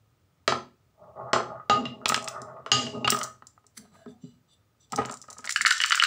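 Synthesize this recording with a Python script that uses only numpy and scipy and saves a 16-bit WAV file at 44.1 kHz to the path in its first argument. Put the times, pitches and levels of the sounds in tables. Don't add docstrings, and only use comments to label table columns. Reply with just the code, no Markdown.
import sys
import numpy as np
from scipy import signal
from scipy.fft import rfft, irfft
from scipy.io import wavfile
from scipy.ndimage import uniform_filter1d

SR = 44100
rng = np.random.default_rng(int(sys.argv[2]) if len(sys.argv) > 2 else 0)


def volts(x):
    e = np.asarray(x, float) / 20
    return 10 ** e


def store_wav(level_fs):
    pcm = np.round(np.clip(np.atleast_2d(level_fs), -1, 1) * 32767)
    wavfile.write(sys.argv[1], SR, pcm.T.astype(np.int16))


N = 267246

# frequency in Hz, level in dB.
FLOOR_SPECTRUM = [(25, -37), (97, -2.5), (197, -17.5), (640, -25.5), (2400, -34), (7110, -39.5),
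                  (12500, -49), (15300, -38)]

# time in s, knock peak in dB, table thump in dB, clack in dB, crack in dB.
TRACK_HITS = [
    (0.4777, -9, -26.5, -15, -11.5),
    (0.522, -16, -24, -30.5, -30),
    (1.332, -9, -20, -15.5, -19),
    (1.361, -15, -38, -36, -34.5),
    (1.4, -21, -50, -57, -75),
    (2.6621, -27.5, -45.5, -42.5, -36),
]
# frequency in Hz, level in dB, decay t60 in s.
TRACK_MODES = [(350, -17, 0.041), (424, -9, 0.074), (497, -12.5, 0.045), (552, -7, .04), (667, -2.5, 0.073),
               (797, -6.5, 0.025), (872, -3, 0.044), (1015, -4.5, 0.05), (1070, -3.5, 0.039),
               (1256, -3.5, 0.025), (1334, -2.5, 0.033), (1404, -8, 0.028), (1730, -14, 0.028),
               (1850, -14.5, .02)]
# frequency in Hz, level in dB, decay t60 in s.
TABLE_MODES = [(92, -13.5, .1), (123, -5.5, 0.27), (178.5, -15.5, 0.12), (226, -4, 0.09), (246.7, -1, 0.13),
               (302, -9, .06), (344, -10, 0.057), (415.6, -1, 0.14)]
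# frequency in Hz, level in dB, decay t60 in s.
TRACK_SLOW_MODES = [(360.6, -9, 0.28), (2290, -8, 0.077), (2410, -12.5, 0.1), (2770, -10, 0.076),
                    (3800, -17.5, .08), (4050, -16.5, 0.064), (5030, -17, .16), (5120, -15, 0.11),
                    (5260, -15.5, 0.078), (6094, -10.5, .08), (6277, -15.5, 0.18), (7170, -17.5, 0.11)]

# time in s, peak in dB.
JOINTS = [(1.037, -52), (1.1672, -42.5), (1.2062, -37), (1.499, -34.5), (1.552, -35), (1.597, -36),
          (2.0144, -42), (2.364, -31.5), (2.3952, -33), (2.4702, -40), (2.5084, -40), (2.5645, -31)]
# frequency in Hz, level in dB, decay t60 in s.
ROLL_UPPER_MODES = [(1180, -12, 0.047), (1250, 3.5, 0.027), (1395, -7, 0.03), (1770, -14, 0.04),
                    (1960, -19, .04), (2400, -22, .03)]
# frequency in Hz, level in dB, decay t60 in s.
ROLL_MODES = [(406.5, -5.5, 0.071), (537, -10.5, 0.02), (653, 2, 0.052), (760, -10, 0.012),
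              (827, -2.5, 0.037), (1090, -12.5, 0.14)]
# start in s, length in s, first level in dB, last level
# in dB, brightness in dB.
TRACK_RUNS = [
    (1.045, 0.049, -44.5, -45.5, -21.5),
    (1.176, 0.12, -44.5, -40, -7.5),
    (1.369, 0.18, -45, -43.5, -5),
    (1.548, 0.034, -42, -45, 6.5),
    (2.042, 0.56, -46.5, -43.5, -2),
    (3.087, 0.16, -56, -44, 7),
]
# start in s, length in s, first level in dB, last level in dB, brightness in dB.
CHUTE_RUNS = [
    (1.76, 0.097, -42.5, -39.5, -2),
    (1.95, 0.079, -51, -48, -27.5),
    (2.76, 0.12, -35.5, -47, -12),
    (2.95, 0.084, -46, -49.5, -20.5),
]
# frequency in Hz, level in dB, decay t60 in s.
CHUTE_SONG_MODES = [(2800, 0.5, .08), (2870, -5.5, .05), (4850, -9, .06), (6490, -11.5, .05)]

# time in s, knock peak in dB, table thump in dB, clack in dB, crack in dB.
CHUTE_HITS = [
    (1.6974, -4.5, -23, -9.5, -23.5),
    (1.8544, -32, -35.5, -28.5, -48.5),
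    (2.717, -5, -20.5, -1.5, -1),
    (2.866, -45, -42, -30, -51),
    (2.947, -28, -36, -74.5, -84.5),
    (3.0453, -17, -30.5, -23, -36),
]
# frequency in Hz, level in dB, decay t60 in s.
CHUTE_MODES = [(615, -29, 0.033), (670, 1, 0.016), (816, 1.5, 0.11), (995, -11, 0.2), (1235.7, -2, 0.15),
               (1490, -16.5, 0.082), (1656, -20.5, 0.063)]
# frequency in Hz, level in dB, decay t60 in s.
CHUTE_STIFF_MODES = [(2830, -3, .16), (2806, -11, .07), (2858, -9, .09), (2890, -11, .05), (3040, -12, .04),
                     (3430, -18, .05), (3779, -14, .04)]
# frequency in Hz, level in dB, decay t60 in s.
CHUTE_TOP_MODES = [(4802, -1, .14), (4760, -7, .08), (4870, -6, .08), (5230, -15, .05), (6490, -1, .1),
                   (6950, -6, .09), (7327, -9, .08)]

# time in s, knock peak in dB, table thump in dB, hardness in dB.
TRAY_HITS = [(2.0574, -12, -36, -1), (2.0975, -16.5, -32, -3.5), (2.1018, -22, -41, -25),
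             (2.121, -16.5, -54.5, -10), (2.144, -20.5, -49, 13), (2.163, -25, -35, -8),
             (2.177, -25, -52, -2.5), (2.277, -24, -49, -1), (2.416, -36, -40, -38), (3.076, -20, -45, 3),
             (3.079, -5, -40, -17), (3.097, -39.5, -53, 24), (3.1209, -20, -24, 0),
             (3.126, -15.5, -31, -31), (3.146, -19, -59, -23), (3.171, -23, -58, -13),
             (3.213, -23.5, -54, -2), (3.422, -38.5, -55.5, -22.5), (3.577, -47, -74.5, -37.5),
             (3.642, -50, -62, -26.5), (3.772, -67, -52.5, 1.5), (4.06, -38.5, -39, -23.5),
             (4.09, -71.5, -64.5, 7), (4.241, -72, -41.5, 2), (4.922, -38.5, -38.5, 0),
             (4.931, -27.5, -44, -14), (4.935, -35, -35, -22), (4.977, -26, -38, -15),
             (4.985, -18, -21, -39), (4.992, -40, -32.5, -10), (4.995, -23, -31.5, -25),
             (5.051, -29.5, -36, -7.5), (5.096, -25, -41, -11), (5.238, -43, -73, -34),
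             (5.283, -39, -60, -27), (5.367, -43.5, -68, -51), (5.388, -36, -49, -34)]
# frequency in Hz, level in dB, decay t60 in s.
TRAY_MODES = [(574, -19.5, 0.018), (698, -14, 0.045), (850, -10, 0.03), (1030, -6.5, .025),
              (1235.5, -7, 0.039), (1278, -2.5, 0.053), (1610, -10.5, 0.0083), (1850, -10.5, 0.024)]
# time in s, peak in dB, pitch in Hz.
TICKS = [(2.0825, -10, 7440), (2.0907, -2, 5300), (2.162, -16.5, 7000), (2.2253, -25, 7900),
         (2.2436, -21, 7780), (2.284, -11.5, 7050), (2.4177, -26, 6960), (3.103, 1.5, 7640),
         (3.163, -20, 6240), (3.1889, -11.5, 7700), (3.2317, -13.5, 6300), (3.2367, -14, 7800),
         (3.243, -21, 5800), (3.2622, -32, 6760), (3.4692, -27, 7060), (3.6664, -36, 7980),
         (3.7767, -29.5, 9900),
         (4.9214, -16, 7680), (4.9602, -11.5, 6000), (5.0574, -22, 7000), (5.1116, -20, 8500),
                (5.1234, -23, 7010), (5.1407, -23, 7500), (5.1715, -28.5, 6830), (5.216, -26, 6700),
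                (5.225, -30, 6200), (5.2812, -40, 7000), (5.3019, -24.5, 7340), (5.306, -25, 7200),
                (5.329, -24.5, 7600), (5.3804, -34, 6500), (5.384, -25, 7000), (5.406, -38, 5950),
                (5.4545, -19.5, 7000), (5.463, -25, 7000), (5.5054, -14, 7200), (5.5239, -10.5, 7700),
                (5.5724, -16, 6100), (5.6153, -12, 7800), (5.7805, -17.5, 5900), (5.8604, -9, 7060),
                (5.8806, -19, 7300), (5.8982, -12, 6760), (5.9546, -7, 7500), (5.9684, -17, 7300),
                (5.9915, -26, 9000), (6.0121, -21, 7200)]

# start in s, length in s, first level in dB, last level in dB.
SCUFFS = [
    (3.752, 0.013, -59, -64),
    (3.772, 0.0052, -37.5, -28.5),
    (3.785, 0.048, -70, -77),
    (3.94, 0.095, -61, -70),
    (4.09, 0.029, -67, -67),
]
# frequency in Hz, width in Hz, level in dB.
SCUFF_BANDS = [(2130, 310, 0.5), (4510, 1400, -5.5), (6250, 470, 2), (8110, 270, -1.5), (9200, 460, 6),
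               (10500, 600, 11.5), (12700, 520, 4)]
# start in s, length in s, first push in dB, last push in dB, woodiness in dB.
NUDGES = [
    (3.786, 0.078, -47, -54.5, -18.5),
    (3.925, 0.087, -53.5, -64, -10),
    (4.083, .04, -39, -50.5, -25),
    (4.242, 0.013, -34.5, -41.5, -32.5),
    (4.944, 0.042, -37.5, -35.5, -13),
    (5.01, 0.107, -51, -53, 8),
    (5.291, 0.026, -59, -63.5, 8.5),
    (5.377, 0.035, -62, -68, 4),
    (5.434, 0.022, -65, -51, 7),
    (5.601, 0.053, -53.5, -48, -13),
]
# start in s, length in s, first level in dB, last level in dB.
ROCKS = [
    (3.79, 0.11, -72, -74),
    (3.93, 0.11, -66.5, -66.5),
    (4.08, 0.031, -63.5, -60.5),
    (4.22, 0.1, -61, -64.5),
    (4.34, 0.033, -75, -75.5),
    (4.49, 0.046, -68, -57),
    (4.81, 0.038, -62.5, -64),
]
# frequency in Hz, width in Hz, level in dB.
RUB_BANDS = [(2930, 170, -10.5), (3550, 140, 0), (4030, 83, -2), (4700, 78, -3), (5950, 170, -3.5),
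             (7340, 230, -8.5), (7800, 78, -3.5), (8460, 90, -10), (9300, 120, -9.5)]
# time in s, level in dB.
JOSTLE = [
    (4.9, -49.5),
    (5.05, -50.5),
    (5.1, -55),
    (5.322, -99),
    (5.412, -53),
    (5.638, -61),
    (5.71, -22),
    (6.06, -28.5),
]
# start in s, length in s, first level in dB, last level in dB,
# hum in Hz.
CREEPS = [(3.817, 0.039, -70, -61, 670), (3.82, .06, -73, -73, 1630), (3.952, 0.13, -69, -64, 1610),
          (3.966, 0.136, -62, -59, 657), (4.093, 0.087, -65, -69, 750), (4.935, .008, -29, -37, 779),
          (4.984, 0.013, -27.5, -23, 825), (4.99, 0.021, -28, -35, 434), (5.102, .006, -40, -34.5, 850),
          (5.116, 0.039, -44, -51.5, 1250), (5.11, 0.029, -45, -53, 760)]

# time in s, knock peak in dB, walls in dB, crack in dB, pitch in Hz.
LIFTED_HITS = [(5.443, -28.5, -60, -39.5, 1830), (5.448, -27, -44, -43, 1780),
               (5.474, -22, -27.5, -59, 2150), (5.493, -16.5, -49, -23.5, 2170),
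               (5.508, -17.5, -45, -24, 2200), (5.56, -4.5, -12, -24.5, 1610), (5.574, -29, -39, -38, 1940),
               (5.609, -9, -32, -35, 1830), (5.617, -23, -34, -23, 1500), (5.65, -3, -22.5, -60, 1740),
               (5.6598, -6, -11, -24, 2150), (5.664, 3, -12, -12.5, 1430), (5.668, 1, -16, -25, 1520),
               (5.677, -17, -28, -16.5, 1590), (5.707, -5, -4.5, -15, 1910), (5.711, -3, -33, -36, 1420),
               (5.723, -28, -15, -20, 1500), (5.802, -12, -18.5, -46, 1660), (5.814, -10, -26, -23, 1680),
               (5.819, -14, -27, -39, 1720), (5.837, -11, -9, -26, 1520), (5.844, -11.5, -30, -48, 1480),
               (5.851, -18, -36, -40, 1410), (5.69, -15, -27, -47, 1700), (5.907, -8, -23, -49, 1330),
               (5.92, 6.5, -7, -21, 1310), (5.925, 2, -12, -38, 1350), (5.934, -14, -25, -47, 1520),
               (5.946, -17, -15, -28.5, 1500), (5.976, -9.5, -31, -34, 1400), (5.998, -5, -11, -36, 1950),
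               (6.016, -6.5, -13, -35, 1420), (6.023, 6.5, -17.5, -17, 1330),
               (6.036, -19, -1.5, -15.5, 1430), (6.037, 3, -22, -20, 1410), (6.044, -4, -20, -29, 1430),
               (6.049, -9, -8, -31, 1430)]
# frequency in Hz, level in dB, decay t60 in s.
LIFTED_MODES = [(1200, -11, .012), (1354, -5, .016), (1430, -2, .018), (1510, -4, .012), (1615, -4, .012),
                (1783, -2, .018), (1900, -4, .012), (2150, -2, .018)]
# frequency in Hz, level in dB, decay t60 in s.
LIFTED_WALL_MODES = [(2550, -8.5, 0.0073), (2900, -3, 0.01), (2970, -1.5, 0.012), (3600, -23, 0.063),
                     (4500, -5, 0.012)]

# frequency in Hz, decay t60 in s.
ROOM_T60 = [(100, 0.54), (260, 0.39), (700, 0.25), (1840, 0.28), (4850, 0.28), (12800, 0.24)]
# frequency in Hz, width in Hz, added gain as a factor.
HOUSING = [(1250, 80, .7), (7300, 1000, 1.3)]


def rms_one(x):
    return x / np.sqrt(np.mean(x ** 2) + 1e-20)


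def at_hz(points, hz):
    known_hz, values = np.transpose(points)
    return np.interp(np.log(hz + 1), np.log(known_hz), values)


def ring(clicks, hz, t60):
    r = volts(-60 / (t60 * SR))
    w = 2 * np.pi * hz / SR
    return signal.lfilter([0, np.sin(w)], [1, -2 * r * np.cos(w), r * r], clicks + 1e-18)


def stir(contact, modes, t60_scale=1):
    return sum(volts(db) * ring(contact, hz, t60_scale * t60) for hz, db, t60 in modes)


def resonance(x, hz, width_hz):
    r = np.exp(-np.pi * width_hz / SR)
    zeros = np.array([1, 0, -1]) * (1 - r * r) / 2
    return signal.lfilter(zeros, [1, -2 * r * np.cos(2 * np.pi * hz / SR), r * r], x)


def band(x, low_hz, high_hz):
    sos = signal.butter(2, [low_hz, min(high_hz, .45 * SR)], "band", fs=SR, output="sos")
    return signal.sosfilt(sos, x)


def clicks_at(seconds, sizes):
    out = np.zeros(N)
    places = np.round(np.asarray(seconds) * SR).astype(int)
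    np.add.at(out, np.clip(places, 0, N - 1), sizes)
    return out


def strike(seconds, peak_db, modes, contact_hz, spread_db=3, smear_s=.0012, near_hz=None):
    luck = rng.standard_normal((len(seconds), len(modes), 2))
    late = smear_s * rng.random((len(seconds), len(modes)))
    out = np.zeros(N)
    for k, (hz, db, t60) in enumerate(modes):
        level_db = peak_db + db + spread_db * luck[:, k, 0]
        if near_hz is not None:
            level_db = level_db - 23 * np.abs(np.log2(hz / near_hz))
        sizes = volts(level_db) * np.sign(luck[:, k, 1])
        out += ring(clicks_at(seconds + late[:, k], sizes), hz, t60)
    return signal.sosfilt(signal.butter(4, contact_hz, fs=SR, output="sos"), out)


def burst(seconds, peak_db, t60, low_hz, high_hz):
    decay = volts(-60 / (t60 * SR))
    fade = signal.lfilter([1], [1, -decay], clicks_at(seconds, volts(peak_db)) + 1e-18)
    return band(fade * rng.standard_normal(N), low_hz, high_hz)


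def grains(per_s, spread_db):
    sizes = volts(spread_db * np.minimum(rng.exponential(1, N), 5)) * rng.choice([-1, 1], N)
    return rms_one(sizes * (rng.random(N) < per_s / SR))


def drift(rate_hz):
    knots = rng.standard_normal(400)
    return np.interp(np.arange(N) / SR * rate_hz, np.arange(400), knots)


def strokes(rows, rise_db_s, fall_db_s):
    t = np.arange(0, N, 8) / SR
    gains = []
    for start, length, first, last, *_ in rows:
        level_db = np.interp(t, [start, start + length], [first, last])
        before, after = np.maximum(start - t, 0), np.maximum(t - start - length, 0)
        gains.append(volts(level_db - rise_db_s * before - fall_db_s * after))
    return np.repeat(gains, 8, axis=1)[:, :N]


def floor():
    shape = volts(at_hz(FLOOR_SPECTRUM, np.arange(N // 2 + 1) * SR / N))
    noise = volts(-66) * rms_one(irfft(rfft(rng.standard_normal(N)) * shape, N))
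    return noise + 1.7 * resonance(noise, 1250, 55)


def knocks(hits, modes, body_db, clack_db, thump_db, crack_db, snap_db, contact_top_hz):
    s, peak, low, clack, high = np.transpose(hits)[:5]
    body = strike(s, peak + body_db, modes, contact_hz=2300)
    thump = strike(s + 0.0017, low + thump_db, TABLE_MODES, contact_hz=700)
    contact = burst(s, clack + clack_db - 2.5, 0.0052, 950, contact_top_hz)
    crack = burst(s, high + crack_db, 0.00075, 3300, 9300)
    snap = band(clicks_at(s, -volts(clack + snap_db)), 1500, contact_top_hz)
    snap = band(snap, 880, contact_top_hz)
    return body + thump + contact + crack + snap + burst(s, clack + clack_db, 0.019, 1600, 4000)


def track_knocks():
    return knocks(TRACK_HITS, TRACK_MODES, body_db=-4.5, clack_db=10.5, thump_db=-9.5, crack_db=7.5,
                  snap_db=3.5, contact_top_hz=6500)


def track_ringing():
    s, clack = np.transpose(TRACK_HITS)[[0, 3]]
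    return strike(s, clack - 8, TRACK_SLOW_MODES, contact_hz=9000, spread_db=1.0)


def room(x):
    t = np.arange(SR // 2) / SR
    white = rng.standard_normal((2, len(t)))
    edges = 50 * 2 ** np.arange(0, 8.6, .5)
    tail = np.zeros(len(t))
    for k, (low, high) in enumerate(zip(edges, edges[1:])):
        t60 = at_hz(ROOM_T60, np.sqrt(low * high))
        tail += band(white[k % 2], low, high) * volts(-60 * t / t60)
    tail = tail * (1 - np.exp(-t / 0.00048))
    return volts(-9) * signal.fftconvolve(x, tail / np.sqrt(np.sum(tail ** 2)))[:N]


def joints():
    s, db = np.transpose(JOINTS)
    bumps = strike(s, db - 5.5, ROLL_UPPER_MODES, contact_hz=1900, smear_s=0.0066)
    return bumps + burst(s, db - 24, .05, 1100, 2400)


def rolling():
    rise_db_s, fall_db_s = 305.5, 598
    on_track = strokes(TRACK_RUNS, rise_db_s, fall_db_s)
    on_chute = strokes(CHUTE_RUNS, rise_db_s, fall_db_s)
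    rim_gain = volts(np.array(TRACK_RUNS)[:, 4]) @ on_track + volts(np.array(CHUTE_RUNS)[:, 4]) @ on_chute
    on_track, on_chute = on_track.sum(axis=0), on_chute.sum(axis=0)
    table_gain = volts(-14) * on_track + volts(13.5) * on_chute
    deep_gain = volts(-8.5) * on_track + volts(-15) * on_chute

    lumps = grains(2000, 3.0) * volts(3.5 * drift(30))
    wood = band(band(stir(lumps, ROLL_MODES), 400, 1400), 400, 1400)
    rim = band(band(stir(lumps, ROLL_UPPER_MODES), 1100, 1900), 1000, 2100)
    below = stir(lumps, TABLE_MODES)
    table = band(band(below, 180, 540), 190, 560)
    deep = band(below, 110, 190)
    song = stir(lumps, CHUTE_SONG_MODES)

    out = volts(-0.5) * (on_track + on_chute) * rms_one(wood)
    out = out + volts(-6.5) * rim_gain * volts(6.8 * drift(22)) * rms_one(rim)
    out = out + volts(-7.5) * table_gain * rms_one(table)
    out = out + volts(-1.5) * deep_gain * rms_one(deep)
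    return out + volts(-20) * on_chute * rms_one(song)


def chute_knocks():
    return knocks(CHUTE_HITS, CHUTE_MODES, body_db=-11.5, clack_db=7.0, thump_db=-0.5, crack_db=-1.0,
                  snap_db=9.0, contact_top_hz=3620)


def chute_ringing():
    s, clack, high = np.transpose(CHUTE_HITS)[[0, 3, 4]]
    stiff = strike(s, 0.91 * clack - 5, CHUTE_STIFF_MODES, contact_hz=8900, spread_db=5.5, smear_s=0.00033)
    top = strike(s, high - 9, CHUTE_TOP_MODES, contact_hz=8500, spread_db=1.5)
    return stiff + top + burst(s, high - 5, 0.08, 2900, 5000) + burst(s, high - 23, 0.46, 2200, 7500)


def tray_knocks():
    hits = []
    for s, db, low, hard in TRAY_HITS:
        clack = db - 5.5 + 0.78 * hard
        hits.append((s, db, low, clack, db + hard))
    return knocks(hits, TRAY_MODES, body_db=-3, clack_db=14.0, thump_db=-4.5, crack_db=0.0,
                  snap_db=12.5, contact_top_hz=7000)


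def ticks():
    t = np.arange(300) / SR
    s, db, hz = np.transpose(TICKS)
    echoes = burst(s, db - 4, 0.02, 4900, 10500)
    sheen = burst(s, 1.9 * db - 3, 0.011, 12000, 18000)
    out = echoes + sheen
    envelope = volts(-60 * t / 0.001) * (1.0 - np.exp(-t / 0.00005))
    for i, gain, w in zip(np.round(s * SR).astype(int), volts(db + 7), 2 * np.pi * hz):
        out[i:i + 300] += gain * np.sin(w * t) * envelope
    return band(band(out, 3800, 21000), 3200, 19000)


def scuffs():
    contact = grains(8100, 2.2)
    bands = sum(volts(db) * resonance(contact, hz, width) for hz, width, db in SCUFF_BANDS)
    return strokes(SCUFFS, 2500, 2200).sum(axis=0) * rms_one(bands)


def handling():
    contact = grains(5500, 0.47)
    knocking = grains(1500, 3.5)
    rub = np.zeros(N)
    for hz, width, db in RUB_BANDS:
        narrow = resonance(resonance(contact, hz, 0.69 * width), hz, 4 * width)
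        rub += volts(db + 4.9 * drift(11)) * narrow
    rock_gain = strokes(ROCKS, 1200, 598.5).sum(axis=0)
    jostle_s, jostle_db = np.transpose(JOSTLE)
    jostle_gain = volts(np.interp(np.arange(N) / SR, jostle_s, jostle_db, left=-120))
    jostle = band(band(knocking, 2700, 9000), 2500, 10000)

    push = strokes(NUDGES, 1489, 505)
    low_gain = push.sum(axis=0)
    wood_gain = volts(6.5 * drift(45)) * (volts(np.array(NUDGES)[:, 4]) @ push)
    deep = stir(contact, TABLE_MODES[2:], t60_scale=0.5)
    deep = resonance(deep, 197.4, 38) + 0.11 * resonance(deep, 350, 61)
    woody = band(stir(contact, TRAY_MODES), 560, 1100)

    out = volts(-1.5) * rock_gain * rms_one(rub) + volts(-14.5) * jostle_gain * rms_one(jostle)
    out = out + volts(-3.5) * low_gain * rms_one(deep) + volts(-4.0) * wood_gain * rms_one(woody)
    return out + volts(-7.5) * wood_gain * rms_one(band(knocking, 460, 2000))


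def creeps():
    contact = grains(3000, 3.8)
    out = np.zeros(N)
    for gain, (*_, hz) in zip(strokes(CREEPS, 1600, 1300), CREEPS):
        width_hz = hz / 7.7
        hum = resonance(resonance(contact, hz, width_hz), hz, width_hz)
        out += gain * rms_one(hum)
    return out


def shoves():
    grab_s = 4.9
    s, db = np.transpose([row[:2] for row in TRAY_HITS if row[0] > grab_s])
    pushes = strike(s, db - 11.5, TRAY_MODES, contact_hz=2614, smear_s=0.00396)
    return pushes + burst(s + 0.0014, db + 2, 0.055, 410, 1600)


def rattle():
    s, peak, walls, high, pitch = np.transpose(LIFTED_HITS)
    body = strike(s, peak - 5, LIFTED_MODES, contact_hz=3047, spread_db=5.5, smear_s=0.00055, near_hz=pitch)
    body = body + strike(s, walls - 3, LIFTED_WALL_MODES, contact_hz=5860, spread_db=8.0)
    body = body + burst(s, walls + 3, 0.019, 1340, 4400) + burst(s, high + 6, 0.034, 3300, 11000)
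    no_bass = signal.butter(5, 1150, "high", fs=SR, output="sos")
    return signal.sosfilt(no_bass, body) + burst(s, peak - 22, 0.012, 533, 630)


def microphone(x):
    peak = resonance(resonance(x, 15100, 1300), 15100, 1300)
    x = x + sum(gain * resonance(x, hz, width) for hz, width, gain in HOUSING)
    x = x - 0.8 * resonance(x, 6640, 400)
    leak = band(x, 11000, 14500)
    return band(band(x, 70, 7150), 86, 7800) - volts(-4.5) * peak + volts(-26) * leak


def scene():
    far = track_knocks() + track_ringing() + joints() + rolling() + chute_knocks() + chute_ringing()
    near = tray_knocks() + ticks() + scuffs() + handling() + creeps() + shoves() + rattle()
    far_extra_db = 6
    sound = far + near + room(volts(far_extra_db) * far + near)
    return (microphone(sound) + floor())[None]


def roll_off(x):
    return signal.sosfilt(signal.butter(12, 16780, fs=SR, output="sos"), x)


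def record(dry):
    knee_db, squeeze, release_db_s = -15, 0.7, 117.5
    level_db = 10 * np.log10(uniform_filter1d(dry[0] ** 2, size=132) + 1e-12)
    climb = release_db_s * np.arange(N) / SR
    held_db = np.maximum.accumulate(level_db + climb) - climb
    cut_db = uniform_filter1d(squeeze * np.maximum(held_db - knee_db, 0), size=66)
    rounded = .9 * np.tanh(dry * volts(-cut_db) / .9)
    top_limit = signal.ellip(8, 1, 30, 15700, fs=SR, output="sos")
    return roll_off(signal.sosfilt(top_limit, rounded))


dry = scene()
out = record(dry)
store_wav(out)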